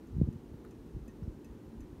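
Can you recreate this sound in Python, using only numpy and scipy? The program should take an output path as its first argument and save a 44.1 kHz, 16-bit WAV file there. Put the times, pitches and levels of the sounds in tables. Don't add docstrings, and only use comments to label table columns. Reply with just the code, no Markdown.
import sys
import numpy as np
from scipy import signal
from scipy.fft import rfft, irfft, next_fast_len
from scipy.io import wavfile
from scipy.ndimage import uniform_filter1d, map_coordinates

SR = 44100
rng = np.random.default_rng(int(sys.argv[2]) if len(sys.argv) > 2 else 0)


def digitize_waveform(pressure):
    field = np.atleast_2d(pressure).T
    bounded = np.clip(field, -1, 1)
    quanta = np.round(bounded * 32767).astype(np.int16)
    wavfile.write(sys.argv[1], SR, quanta)


def gain_from_decibels(decibels):
    exponent = np.asarray(decibels, float) / 20
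    return 10 ** exponent


N = 88200


def unit(x):
    return x / np.sqrt(np.mean(x ** 2) + 1e-20)


def along(points, hz):
    f, value = np.transpose(points)
    return np.interp(np.log(hz + 1), np.log(f + 1), value)


def bumps(rows, hz):
    return sum(db * np.exp(-((hz - centre) / width) ** 2) for centre, width, db in rows)


def wobble(rate):
    return map_coordinates(rng.standard_normal(400), [np.arange(N) * rate / SR])


def filtered(x, response):
    m = next_fast_len(N + SR // 2)
    return irfft(rfft(x, m) * response(np.fft.rfftfreq(m, 1 / SR)), m)[..., :N]


def noise(colour_db):
    return unit(filtered(rng.standard_normal(N), lambda hz: gain_from_decibels(colour_db(hz))))


def add(track, s, x):
    track[round(s * SR):][:len(x)] += x


# pitch_hz, level_db [dB per Hz]
HISS_COLOUR = [(410, -34.5), (700, -14.5), (873, -7), (1590, -12), (4150, -19), (4910, -20.5), (12300, -25),
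               (15600, -27.5)]
# pitch_hz, level_db [dB rms]
CLOCK_LEVELS = [(2000, -102), (3000, -95), (4000, -94.5), (5000, -100), (6000, -95.5), (9000, -100),
                (10000, -103), (15000, -106)]
HISS_DB, CLOCK_HZ = -70.5, 999.17


def recorder_noise():
    t = np.arange(N) / SR
    comb = np.zeros(N)
    for k in range(2, 16):
        level = np.sqrt(2) * gain_from_decibels(along(CLOCK_LEVELS, k * CLOCK_HZ))
        comb += level * np.sin(2 * np.pi * (k * CLOCK_HZ * t + rng.random()))
    return gain_from_decibels(HISS_DB) * noise(lambda hz: along(HISS_COLOUR, hz)) + comb


# pitch_hz, level_db [dB per Hz]
RUSH_COLOUR = [(53, -50), (90, -4.5), (178, -9), (239, -5), (401, -13.5), (431, -12), (698, -27),
               (873, -27.5), (1500, -36.5), (1950, -43), (3300, -120)]
# pitch_hz, width_hz, lift_db
HOUSING_HUM = [(224.7, 14, 5), (289, 8.3, 5), (352.7, 63, 7), (880, 150, 3.5)]
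RUSH_DB, PATCHY_DB = -51, 1


def blades():
    rush = noise(lambda hz: along(RUSH_COLOUR, hz) + bumps(HOUSING_HUM, hz))
    spectrum = signal.stft(rush, nperseg=1024)[2]
    patches = uniform_filter1d(rng.standard_normal(spectrum.shape), 4, 0)
    patches = unit(uniform_filter1d(patches, 4, 1))
    patchy = signal.istft(spectrum * gain_from_decibels(PATCHY_DB * patches), nperseg=1024)[1][:N]
    return gain_from_decibels(RUSH_DB) * unit(patchy)


# time_s, level_db
DRAUGHT_STRENGTH = [(0, -59), (.09, -52.5), (.17, -41.5), (.26, -39.5), (.32, -57.5), (.39, -51.5),
                    (.44, -61), (.53, -52.5), (.62, -57.5), (.80, -60), (.91, -52), (1.02, -54),
                    (1.14, -56), (1.32, -52.5), (1.45, -58.5), (1.55, -55), (1.62, -72), (1.84, -59)]
# pitch_hz, level_db [dB per Hz]
RUMBLE_COLOUR = [(20, -20.5), (40, 2), (60, 8), (100, -17), (160, -1), (260, -30), (450, -41)]
LUMPS_DB, LUMPS_PER_S = 1.5, 22


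def rumble():
    time_s, level_db = np.transpose(DRAUGHT_STRENGTH)
    colour = [(9.7, -120), *RUMBLE_COLOUR, (1500, -120)]
    lumps = gain_from_decibels(LUMPS_DB * wobble(LUMPS_PER_S))
    lumpy = unit(lumps * noise(lambda hz: along(colour, hz)))
    return gain_from_decibels(np.interp(np.arange(N) / SR, time_s, level_db)) * lumpy


# start_s, peak_db, first pitch_hz, sag [per cycle], life [cycles]
EDDIES = [(0.128, -37, 137, 0.37, 1.9), (0.165, -24, 170, .9, 0.99), (0.1806, -28, 210, 0.2, 1.95),
          (.152, -35.5, 220, 0.68, 2), (0.2002, -24, 170, 0.84, 1.08), (0.2141, -15.5, 291.6, 0.54, 1.87),
          (0.2312, -19, 126, 0.81, 0.93), (0.2432, -29, 136, 1.2, 1.13), (0.2729, -34.5, 400, 1.2, 1.9),
          (0.2762, -28, 213, 0.48, 1.87), (0.2853, -24.5, 220, 0.26, 1.3), (0.302, -40, 202, 0.2, 1.8),
          (0.343, -39, 170, 0.38, 1.6), (0.357, -36, 200, 0.36, 1.63), (0.517, -41.5, 130, 0.82, 1.6),
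          (0.542, -37, 110, .5, 0.93), (0.947, -31, 88, 1.1, 1.15), (.964, -34, 237, 0.5, 2.66),
          (1.2216, -34.5, 217, 0.34, 2.5), (1.2365, -35.5, 106, .3, 1.7), (1.2768, -31, 263, 1.13, 2.2),
          (1.08, -40.5, 262, 0.062, 3.5), (1.809, -39, 103, 0.76, 2), (1.926, -40, 150, 0.54, 1.34)]
# start_s, peak_db, first pitch_hz
SWELLS = [(.17, -37.5, 80), (0.474, -49, 80), (0.782, -47, 59), (1.009, -39.5, 78), (1.089, -48.5, 70),
          (1.18, -47, 79), (1.365, -50, 110), (1.496, -44, 80), (1.66, -48, 70), (1.774, -41.5, 60.4),
          (1.899, -49, 70), (1.976, -45, 69.6)]
SWELL_SAG, SWELL_LIFE = 0.28, 2.33
EDDY_RISE = 0.25


def eddies():
    out, t = np.zeros(N + SR), np.arange(SR // 5) / SR
    swells = [(*row, SWELL_SAG, SWELL_LIFE) for row in SWELLS]
    for start, peak_db, hz, sag, life in [*EDDIES, *swells]:
        sag = max(sag, .05)
        cycles = np.log1p(sag * hz * t) / sag
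        rise = 1 - np.exp(-(cycles / EDDY_RISE) ** 2)
        fall = np.exp(-(cycles / life) ** 4)
        add(out, start, gain_from_decibels(peak_db) * rise * fall * np.sin(2 * np.pi * cycles))
    return out[:N]


def draught():
    return filtered(rumble() + eddies(), lambda hz: 1 / (1 + (hz / 750) ** 6))


ROOM_DB, ROOM_T60, ROOM_HZ = -9, .2, 6500


def room(x):
    t = np.arange(SR // 3) / SR
    tail = rng.standard_normal(len(t)) * gain_from_decibels(-60 * t / ROOM_T60) * (t > .004)
    tail = gain_from_decibels(ROOM_DB) * tail / np.linalg.norm(tail)
    tail = signal.lfilter(*signal.butter(2, ROOM_HZ, fs=SR), tail)
    return signal.fftconvolve(x, tail + (t == 0))


STRIKE_T = np.arange(SR // 4) / SR
STRIKE_RISE = 1 - np.exp(-STRIKE_T / .0008)


def crack(level_db, t60):
    burst = filtered(rng.standard_normal(N), lambda hz: 1 / (1 + 1j * hz / 9000))
    return gain_from_decibels(level_db - 60 * STRIKE_T / t60) * burst[:len(STRIKE_T)]


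# start_s, peak_db, ring pitch_hz
KNOCKS = [
    (.648, -54, 1300),
    (.863, -63, 1200),
    (1.2285, -60, 1400),
    (1.2325, -71, 5550),
    (1.241, -75, 5500),
]
KNOCK_T60, KNOCK_WIDTH_HZ, KNOCK_CRACK_DB = .045, 500, -5


def chain_knocks():
    out = np.zeros(N + SR)
    for s, db, hz in KNOCKS:
        body = noise(lambda f: -20 * np.log10(1 + ((f - hz) / KNOCK_WIDTH_HZ) ** 2))[:len(STRIKE_T)]
        blow = body + crack(KNOCK_CRACK_DB, KNOCK_T60)
        add(out, s, room(gain_from_decibels(db - 60 * STRIKE_T / KNOCK_T60) * STRIKE_RISE * blow))
    return out[:N]


# pitch_hz, level_db, t60_s
GLASS = [(1855, -5, .2), (2570, -2, .06), (3500, -9, .03), (1800, -6, .18), (4995, -4, .04),
         (2690, -5, .05), (6110, -.5, .075), (6460, -3, .035), (7095, -2, .05), (8100, -4, .028),
         (8494, -4, .028), (9334, -5, .035), (11401, 0, .035), (12640, -8, .025)]
SCATTER_DB, FLUTTER, FLUTTER_PER_S = 1, .5, 80


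def glass_ring():
    t, ring = STRIKE_T, np.zeros(len(STRIKE_T))
    for hz, level_db, t60 in GLASS:
        scatter, phase = rng.standard_normal(2)
        decay = gain_from_decibels(level_db + SCATTER_DB * scatter - 60 * t / t60)
        onset = np.minimum(t * FLUTTER_PER_S, 1)
        flutter = 1 + FLUTTER * onset * wobble(FLUTTER_PER_S)[:len(t)]
        ring += decay * flutter * np.sin(2 * np.pi * hz * t + 3 * phase)
    return ring


# start_s, peak_db
TICKS = [
    (.0697, -66.5),
    (.3262, -64),
    (.7087, -62),
    (1.0789, -57.5),
    (1.4449, -57),
    (1.805, -59),
]
TICK_DB, CRACK_DB, CRACK_T60 = -7.5, 5, .016


def shade_ticks():
    out = np.zeros(N + SR)
    for s, db in TICKS:
        strike = STRIKE_RISE * (glass_ring() + crack(CRACK_DB, CRACK_T60))
        add(out, s, room(gain_from_decibels(db + TICK_DB) * strike))
    return out[:N]


def scene():
    return (recorder_noise() + blades() + draught() + chain_knocks() + shade_ticks())[None]


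# pitch_hz, width_hz, lift_db
CASE = [(4880, 130, -2), (7720, 360, -3.5), (10360, 470, -4.5), (11950, 500, 0)]
LOW_CUT_HZ, TOP_HZ = 42, 15780


def microphone(dry):
    def response(hz):
        low_cut = hz ** 3 / np.hypot(hz ** 3, LOW_CUT_HZ ** 3)
        return gain_from_decibels(bumps(CASE, hz)) * (hz < TOP_HZ) * low_cut
    return filtered(dry, response)


def roll_off(x):
    return signal.sosfilt(signal.butter(12, 15750, fs=SR, output="sos"), x)


def record(dry):
    mix = microphone(dry)
    return roll_off(mix)


dry = scene()
out = record(dry)
digitize_waveform(out)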